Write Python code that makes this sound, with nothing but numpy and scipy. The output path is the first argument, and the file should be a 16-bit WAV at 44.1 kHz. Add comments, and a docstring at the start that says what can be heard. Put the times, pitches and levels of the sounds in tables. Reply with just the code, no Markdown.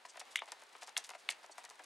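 """Pigeons peck grain from a plastic dish on a plywood board, in the hush of a quiet yard.
First beaks thud softly through the grain into the board, and seeds click, slide and rustle.
Near 0.36, 0.97 and 1.29 s a beak knocks sharply on the bare dish and sets its modes ringing;
a flurry of seed clicks follows each time. Soft thuds and clicks go on to the end.
Throughout, the yard returns a faint short echo."""
import sys
import numpy as np
from scipy import signal
from scipy.fft import rfft, irfft
from scipy.io import wavfile

SR = 44100
rng = np.random.default_rng(int(sys.argv[2]) if len(sys.argv) > 2 else 0)


def master(y):
    """Save y as 16-bit WAV."""
    cut = np.clip(np.atleast_2d(y).T, -1, 1)
    pcm = np.round(cut * 32767)  # scale
    wavfile.write(sys.argv[1], SR, pcm.astype(np.int16))


N = 81585
HZ = np.fft.rfftfreq(4096, 1 / SR)  # frequency axis of every pulse spectrum

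# Spectrum of the outdoor hush. Each row: frequency in Hz, relative spectral density in dB.
HUSH_SPECTRUM = [(25, -24), (60, -23), (140, -25), (200, -16.5), (300, -10.5), (450, -3), (650, -1),
                 (900, 1), (1350, -2.5), (1900, -2), (2600, -5), (4000, -7.5), (6000, -14.5), (9500, -18),
                 (12000, -27), (15500, -34.5)]
# Likeness of the hush in the two ears. Each row: frequency in Hz, correlation from 0 to 1.
HUSH_CORRELATION = [(50, 0), (150, 0.3), (400, 0.61), (1000, 0.53), (4000, 0.78), (10000, 1)]
HUSH_DB, HUSH_SWELL_DB = -62, -1.5

# Reverberation of the yard. Each row: frequency in Hz, time to decay by 60 dB in seconds.
YARD_T60 = [(250, 0.22), (900, 0.2), (2500, .2), (6000, 0.16), (14000, 0.048)]
YARD_DB, YARD_WIDTH, BOARD_ECHO_DB = -16.5, 0.26, 3
SIDE_DB, SIDE_DELAY_S = -20.5, .0006

# Grain sliding under beaks and feet. Each row: start in seconds, length in seconds, level in dB,
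# centre frequency in Hz.
GRAIN_SLIDES = [(0.054, 0.023, -56, 4460), (.075, 0.08, -63.5, 3200), (0.194, .03, -47.5, 3900),
                (0.306, 0.044, -56, 5400), (0.434, .016, -60, 6000), (0.476, .035, -57, 3500),
                (0.522, .02, -54, 2000), (0.615, 0.022, -61.5, 5000), (0.778, 0.028, -64.5, 6000),
                (0.809, .05, -50, 3900), (0.864, 0.037, -53.5, 4870), (0.979, 0.043, -55, 4000),
                (1.040, 0.028, -47, 4200), (1.065, 0.012, -51, 9000), (1.089, 0.058, -59.5, 4500),
                (1.14, 0.034, -59, 4500), (1.178, 0.069, -61, 5000), (1.3, 0.034, -43, 3160),
                (1.43, 0.027, -59, 4460), (1.577, 0.031, -55, 5000), (1.641, 0.019, -55, 4540),
                (1.698, 0.043, -62, 6000), (1.79, 0.014, -59, 5500)]
RUSTLE_OCTAVES, GRAINS_PER_S, GRAIN_SPREAD_DB = 0.95, 3500, 5
STIR_PER_S, STIR_DB, STIR_HZ = 130, -72.5, 6000  # stray seeds shifting all the time

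# Skids of a beak or claw. Each row: start in seconds, length in seconds, level in dB,
# resonance in Hz, half-width of the resonance in Hz.
SKID_STROKES = [(.086, 0.015, -57, 7160, 2200), (0.093, 0.023, -53.5, 6700, 2400),
                (.362, 0.028, -48, 2230, 450), (0.367, .03, -43.5, 3300, 450),
                (0.388, 0.036, -50, 3300, 400), (1.306, .045, -52, 2280, 650),
                (1.512, 0.027, -53.5, 7400, 2000), (1.517, .018, -58, 4480, 250),
                (1.590, .028, -65, 8900, 300)]
SLIPS_PER_S = 14000

# Single seeds snapped up or dropped. Each row: start in seconds, level in dB, centre frequency in Hz.
SEED_CLICKS = [(.0417, -53, 7000), (.0540, -36.5, 3977), (.1715, -33, 6940), (.1740, -46, 6000),
               (0.1964, -26.5, 8800), (0.201, -34, 7500), (0.2078, -35, 5500), (0.367, -29, 4470),
               (0.3714, -31, 7000), (.3742, -34, 8000), (0.393, -32.5, 8400), (0.458, -40, 7000),
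               (0.5194, -25, 6740), (0.5202, -25.5, 4560), (0.524, -35, 7000), (0.618, -42, 7000),
               (.6367, -37.5, 10000), (.8165, -47, 6000), (.8228, -42, 10000), (.8305, -37, 6000),
               (.8328, -33, 5470), (.8390, -38, 7000), (.8760, -38.5, 6700), (.8933, -32.5, 5340),
               (.9658, -41, 12000), (0.9737, -18, 6000), (0.9769, -17.5, 7500), (0.978, -11, 7800),
               (0.9767, -28, 5450), (0.981, -25.5, 4970), (.9854, -28, 6500), (1.003, -40, 6500),
               (1.0412, -31.5, 6100), (1.078, -43, 9000), (1.0920, -28.5, 9000), (1.0930, -29.5, 6000),
               (1.1035, -29.5, 5470), (1.1195, -44, 9000), (1.1552, -42, 8500), (1.2982, -28, 8000),
               (1.302, -26, 7100), (1.3048, -17.5, 8300), (1.3044, -37, 5470), (1.309, -33, 5000),
               (1.3130, -29, 6000), (1.323, -31, 6600), (1.4627, -38, 6350), (1.5815, -31.5, 9100),
               (1.6362, -43, 6500), (1.6408, -34, 6000), (1.6510, -29, 6500), (1.6537, -38, 7500),
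               (1.6927, -37, 6000), (1.7005, -31, 5500), (1.7565, -44, 7500), (1.793, -46, 8040),
               (1.821, -44, 8000), (1.8381, -39, 6500), (1.8427, -34.5, 7000)]
SEED_OCTAVES, SEED_RING_S, SEED_RING_SHARE, SEED_TOP_HZ = 0.79, 0.0012, 0.66, 12000

# Response of the plywood to a blow. Each row: frequency in Hz, relative level in dB.
BOARD_SPECTRUM = [(60, -38), (150, -26), (260, -11), (450, -5.5), (680, 1.5), (1000, 1), (1400, -5.5),
                  (2100, -5), (3500, -18), (8000, -41), (16000, -55)]
# Pecks through the grain into the board. Each row: start in seconds, level in dB, spectral tilt in dB
# per octave, pitch of the struck spot in Hz, level of its ring relative to the peck in dB.
BOARD_PECKS = [(.0520, -39, -.5, 862, -8), (.1445, -51, 1, 940, -8), (.1586, -43.5, 1, 740, -9),
               (.1750, -41, 3.5, 605, -10), (.214, -40, 1.5, 752, -9), (.4209, -30, -.5, 1030, -12),
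               (.4345, -47, -1.5, 860, -8), (.4790, -44, .5, 880, -8), (.4875, -45, 1.5, 915, -8),
               (.5225, -38.5, 1.5, 852, -6), (.5285, -45, -3, 852, -7), (.6233, -44.5, -1, 900, -6),
               (.7526, -42, -.5, 1080, -8), (.8227, -42.5, 6, 720, -10), (.8290, -40, -1.5, 760, -8),
               (.8805, -41.5, -1, 1050, -10), (.8885, -44, 2, 870, -8), (.9681, -45, .5, 850, -8),
               (.9785, -38, .5, 800, -4), (1.0940, -40.5, 2, 730, -9), (1.1090, -41.5, 1.5, 900, -7),
               (1.137, -42.5, 3, 637, -8), (1.1512, -39.5, .5, 598, -9), (1.2904, -39, -2, 683, -10),
               (1.4306, -48.5, -.5, 1110, -8), (1.4440, -44.5, -.5, 567, -8), (1.4960, -44, -6.5, 610, -8),
               (1.5828, -35.5, -1, 920, -8), (1.6430, -44, 0, 870, -8), (1.6570, -45.5, 5.5, 1870, -6),
               (1.6860, -51, -2, 650, -8), (1.7092, -44, -.5, 970, -8), (1.7955, -43.5, 2, 1610, -4),
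               (1.8005, -43, -4, 703, -8)]
BOARD_RING_S, BOARD_RING_SHARE, BOARD_SPREAD_S = 0.0058, 0.88, 0.0024
FOCUS_DB, FOCUS_OCTAVES = 4, .33  # emphasis around the pitch of the struck spot
FIRM_DB, FIRM_SLOPE = -39, .8  # firmer pecks press through the grain and rattle less (dB per dB)
SPOT_T60_S, PLANK_HZ, PLANK_DB, PLANK_T60_S = 0.047, 273, -24, .06
CRUNCH_DB, CRUNCH_HZ, CRUNCH_TOP_HZ, CRUNCH_S = -17, 1900, 4000, 0.015
LEAD_S = .004  # room for the treble of a bending wave to arrive early

# Modes of the plastic dish. Each row: frequency in Hz at pitch factor 1, time to decay by 60 dB in
# seconds, then relative level in dB when struck on the floor, on the wall and on the rim.
DISH_MODES = [(1448, .014, -30, -24, -18), (1779, .0156, -26, -8, -19), (2128, .0127, 0, -3, 0),
              (2097, .073, -26, -25, -28), (2460, .0072, -17, -27, 0), (2798, .0106, -4, -1, -6),
              (3281, .0112, -11, 0, -8), (3410, .045, -25, -27, -32), (3826, .0115, -11, -21, -6),
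              (4360, .0128, -23, -7, -29)]
# Beak on the bare dish. Each row: start in seconds, level in dB, place struck, pitch factor, level of
# the tick relative to the knock in dB, upper cutoff of the ring in Hz, bending spread in seconds.
DISH_KNOCKS = [(.3577, -14.5, "floor", .995, -6, 3800, .0004), (.3866, -41, "rim", .96, -20, 3700, .0008),
               (.3896, -27.5, "floor", 1.1, -20, 3700, .00085), (.9651, -37, "wall", .99, -22, 4000, .002),
               (.967, -18, "wall", .99, -14, 4300, .0012), (1.2885, -33, "rim", 1.05, -18, 4300, .002),
               (1.2897, -17.5, "rim", 1.053, -11, 4400, .0025), (1.3137, -36, "rim", .88, -16, 3970, .0019)]
DISH_LOW_HZ, TICK_HZ, TICK_TOP_HZ, TICK_RING_S, TICK_RING_SHARE = 900, 8450, 13300, 0.0021, 1.46

# Microphone response applied to the pecking. Each row: frequency in Hz, gain in dB.
MIC_RESPONSE = [(40, -30), (130, -23.5), (260, -11), (600, -3.5), (5000, -0.5), (9800, -2), (11500, -8),
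                (13500, -15.5), (16000, -11)]
BOARD_LEFT_DB, DISH_LEFT_DB, SEED_LEFT_DB, HUSH_LEFT_DB = 2, 1.65, 0.6, 0.7
BAND_LIMIT_HZ = 15900


def amp(db):
    """Amplitude grows tenfold with every 20 dB."""
    return 10 ** (np.asarray(db) / 20)


def unit(x):
    """Normalisation to an rms of 1."""
    return x / np.sqrt(np.mean(x ** 2) + 1e-20)


def curve(points, hz):
    """Interpolation of a table on a logarithmic frequency axis."""
    f, value = np.transpose(points)
    return np.interp(np.log(hz + 1), np.log(f), value)


def add(mix, start_s, sound):
    """Superposition: a sound adds to the mix from its start time on."""
    part = mix[max(round(start_s * SR), 0):][:len(sound)]
    part += sound[:len(part)]


def pan(x, left_db):
    """A level difference between the ears leans a sound to the left."""
    return x * amp([[left_db / 2], [-left_db / 2]])


def butterworth(x, hz, kind, order):
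    """A low-pass or high-pass with a maximally flat passband."""
    return signal.sosfilt(signal.butter(order, hz, kind, fs=SR, output="sos"), x)


def pulse(spectrum_db):
    """Minimum phase: the most compact causal pulse with this spectrum."""
    log_gain = np.log(amp(np.maximum(spectrum_db, -100)))
    mirrored = np.concatenate([log_gain, log_gain[-2:0:-1]])
    return np.fft.ifft(np.exp(np.conj(signal.hilbert(mirrored)))).real


def hump(hz, octaves):
    """A broad band-pass spectrum in dB, with an added roll-off in the far bass."""
    detuning = np.log2((HZ + 1) / hz) / octaves
    bass_loss_db = 20 * np.log10(1 + (hz / 10 / (HZ + 1)) ** 2)
    return -20 * np.log10(1 + detuning ** 2 / 2) - bass_loss_db


def scatter(blow, ring_s, share):
    """Dense resonances act as decaying noise; they follow a blow of peak 1 at `share` times its rms."""
    t = np.arange(len(blow)) / SR
    envelope = np.exp(-t / ring_s) - np.exp(-4 * t / ring_s)
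    cloud = signal.fftconvolve(blow, rng.standard_normal(len(t)) * envelope)[:len(t)]
    cloud -= blow * (cloud @ blow) / (blow @ blow)  # uncorrelated with the blow
    cloud *= share * np.linalg.norm(blow) / np.linalg.norm(cloud)
    return (blow + cloud) / abs(blow).max()


def disperse(x, spread_s, on_time_hz):
    """Dispersion: bending waves carry treble faster than bass; on_time_hz is delayed by LEAD_S."""
    delay_s = LEAD_S + spread_s * (np.sqrt(1000 / np.maximum(HZ, 100)) - np.sqrt(1000 / on_time_hz))
    return irfft(rfft(x) * np.exp(-2j * np.pi * np.cumsum(delay_s) * HZ[1]))


def impacts(size, per_s):
    """A Poisson process: independent tiny impacts of uneven strength."""
    occurs = rng.random(size) < per_s / SR
    strength_db = GRAIN_SPREAD_DB * np.minimum(rng.exponential(1, size), 3)
    return occurs * rng.choice([-1, 1], size) * amp(strength_db)


def shower(length_s, spectrum_db, per_s):
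    """Shot noise: impacts of one spectrum merge, swelling quickly and fading more slowly."""
    progress = np.linspace(0, 1, int(length_s * SR))
    crest = .3
    envelope = np.minimum(np.sqrt(progress / crest), ((1 - progress) / (1 - crest)) ** 1.36)
    noise = signal.fftconvolve(impacts(8192, per_s), pulse(spectrum_db))
    return envelope * unit(noise[:len(envelope)])


def hush():
    """Partial coherence: distant outdoor noise, wavering slightly, is least alike in the bass."""
    hz, t = np.fft.rfftfreq(N, 1 / SR), np.arange(N) / SR
    left, independent = rfft(rng.standard_normal((2, N)))
    alike = curve(HUSH_CORRELATION, hz)
    right = alike * left + np.sqrt(1 - alike ** 2) * independent
    air = irfft(np.array([left, right]) * amp(curve(HUSH_SPECTRUM, hz)), N)
    swell = sum(np.sin(2 * np.pi * (f * t + rng.random())) / np.sqrt(f) for f in np.geomspace(2, 30, 20))
    return amp(HUSH_DB + HUSH_SWELL_DB * unit(swell)) * unit(air)


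def yard_echo(x):
    """Diffuse reverberation: a faint tail decays exponentially, the treble first."""
    mid, side = rng.standard_normal((2, SR // 2))
    noise = np.array([mid + YARD_WIDTH * side, mid - YARD_WIDTH * side])
    hz, t, bands = signal.stft(noise, SR, nperseg=256)
    decay = amp(-60 * t / curve(YARD_T60, hz)[:, None])
    tail = signal.istft(bands * decay, SR, nperseg=256)[1]
    tail *= np.minimum(np.arange(tail.shape[1]) / SR / 0.0032, 1)  # builds up in 3.2 ms
    return amp(YARD_DB) * signal.fftconvolve(x, tail / np.linalg.norm(tail[0]), axes=1)[:, :N]


def grain_width(x):
    """Decorrelation: a faint delayed copy, opposite in sign at the two ears, widens the seed sounds."""
    out = np.zeros(N)
    add(out, SIDE_DELAY_S, amp(SIDE_DB) * x)
    return np.array([out, -out])


def grain_rustle():
    """Granular flow: sliding seeds collide in showers, over a thin steady stirring."""
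    click = scatter(pulse(hump(STIR_HZ, RUSTLE_OCTAVES)), SEED_RING_S, SEED_RING_SHARE)
    out = amp(STIR_DB) * unit(signal.fftconvolve(impacts(N, STIR_PER_S), click)[:N])
    for start_s, length_s, db, hz in GRAIN_SLIDES:
        add(out, start_s, amp(db) * shower(length_s, hump(hz, RUSTLE_OCTAVES), GRAINS_PER_S))
    return out


def skids():
    """Stick-slip friction: rapid slips of a beak or claw excite one resonance."""
    out = np.zeros(N)
    for start_s, length_s, db, hz, half_width_hz in SKID_STROKES:
        resonance_db = -20 * np.log10(1 + ((HZ - hz) / half_width_hz) ** 4)
        add(out, start_s, amp(db) * shower(length_s, resonance_db, SLIPS_PER_S))
    return out


def seed_clicks():
    """Brief contact gives a broad, high spectrum: hard seeds click against beaks and one another."""
    out = np.zeros(N)
    for start_s, db, hz in SEED_CLICKS:
        click = scatter(pulse(hump(hz, SEED_OCTAVES)), SEED_RING_S, SEED_RING_SHARE)
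        add(out, start_s, amp(db) * click)
    return out


def board_thuds():
    """Cushioned impact: a peck crunches grain and sends bending waves through briefly ringing plywood."""
    out, t = np.zeros(N), np.arange(4096) / SR
    for start_s, db, tilt_db, spot_hz, spot_db in BOARD_PECKS:
        brightness_db = tilt_db * np.log2(np.clip(HZ, 300, 5000) / 1000)
        focus_db = FOCUS_DB * np.exp(-(np.log2((HZ + 1) / spot_hz) / FOCUS_OCTAVES) ** 2)
        blow = pulse(curve(BOARD_SPECTRUM, HZ) + brightness_db + focus_db)
        blow = disperse(blow, BOARD_SPREAD_S, on_time_hz=1000)
        rattle_share = BOARD_RING_SHARE * amp(-FIRM_SLOPE * max(db - FIRM_DB, 0))
        add(out, start_s - LEAD_S, amp(db) * scatter(blow, BOARD_RING_S, rattle_share))
        spot = amp(spot_db - 60 * t / SPOT_T60_S) * np.sin(2 * np.pi * spot_hz * t)
        plank = amp(PLANK_DB - 60 * t / PLANK_T60_S) * np.sin(2 * np.pi * PLANK_HZ * t)
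        add(out, start_s, amp(db) * (spot + plank) * np.minimum(t / .003, 1))  # 3 ms attack
        crunch = shower(CRUNCH_S, hump(CRUNCH_HZ, RUSTLE_OCTAVES), GRAINS_PER_S)
        crunch = butterworth(crunch, CRUNCH_TOP_HZ, "low", order=2)
        add(out, start_s - LEAD_S, amp(db + CRUNCH_DB + tilt_db) * crunch)
    return out


def dish_knocks():
    """Modal vibration: a beak ticks on the dish, and the place struck weights its damped modes."""
    out, t = np.zeros(N), np.arange(4096) / SR
    for start_s, db, place, pitch, tick_db, top_hz, spread_s in DISH_KNOCKS:
        column = ["floor", "wall", "rim"].index(place)
        ring = sum(amp(mode_db[column] - 60 * t / t60) * np.cos(2 * np.pi * hz * pitch * t)
                   for hz, t60, *mode_db in DISH_MODES)
        ring = butterworth(ring, top_hz, "low", order=12)  # the contact excites little above this
        ring = butterworth(ring, DISH_LOW_HZ, "high", order=4)
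        ring = disperse(ring, spread_s, on_time_hz=3000)
        tick = scatter(pulse(hump(TICK_HZ, SEED_OCTAVES)), TICK_RING_S, TICK_RING_SHARE)
        tick = butterworth(tick, TICK_TOP_HZ, "low", order=2)
        add(out, start_s - LEAD_S, amp(db) * ring / abs(ring).max())
        add(out, start_s, amp(db + tick_db) * tick)
    return out


def scene():
    """Superposition: direct pecking and its echo, coloured by the microphone, add to the hush."""
    wood = pan(board_thuds(), BOARD_LEFT_DB)
    grain = butterworth(seed_clicks() + grain_rustle() + skids(), SEED_TOP_HZ, "low", order=3)
    dish_and_grain = pan(dish_knocks(), DISH_LEFT_DB) + pan(grain, SEED_LEFT_DB) + grain_width(grain)
    echo = yard_echo(dish_and_grain + amp(BOARD_ECHO_DB) * wood)
    microphone = pulse(curve(MIC_RESPONSE, HZ))[None]
    pecking = signal.fftconvolve(wood + dish_and_grain + echo, microphone, axes=1)[:, :N]
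    return pecking + pan(hush(), HUSH_LEFT_DB)


def record(dry):
    """Band limiting: a steep linear-phase low-pass removes the highest treble."""
    low_pass = signal.firwin(511, BAND_LIMIT_HZ, window=("kaiser", 9), fs=SR)
    return signal.oaconvolve(dry, low_pass[None], "same")


dry = scene()
out = record(dry)
master(out)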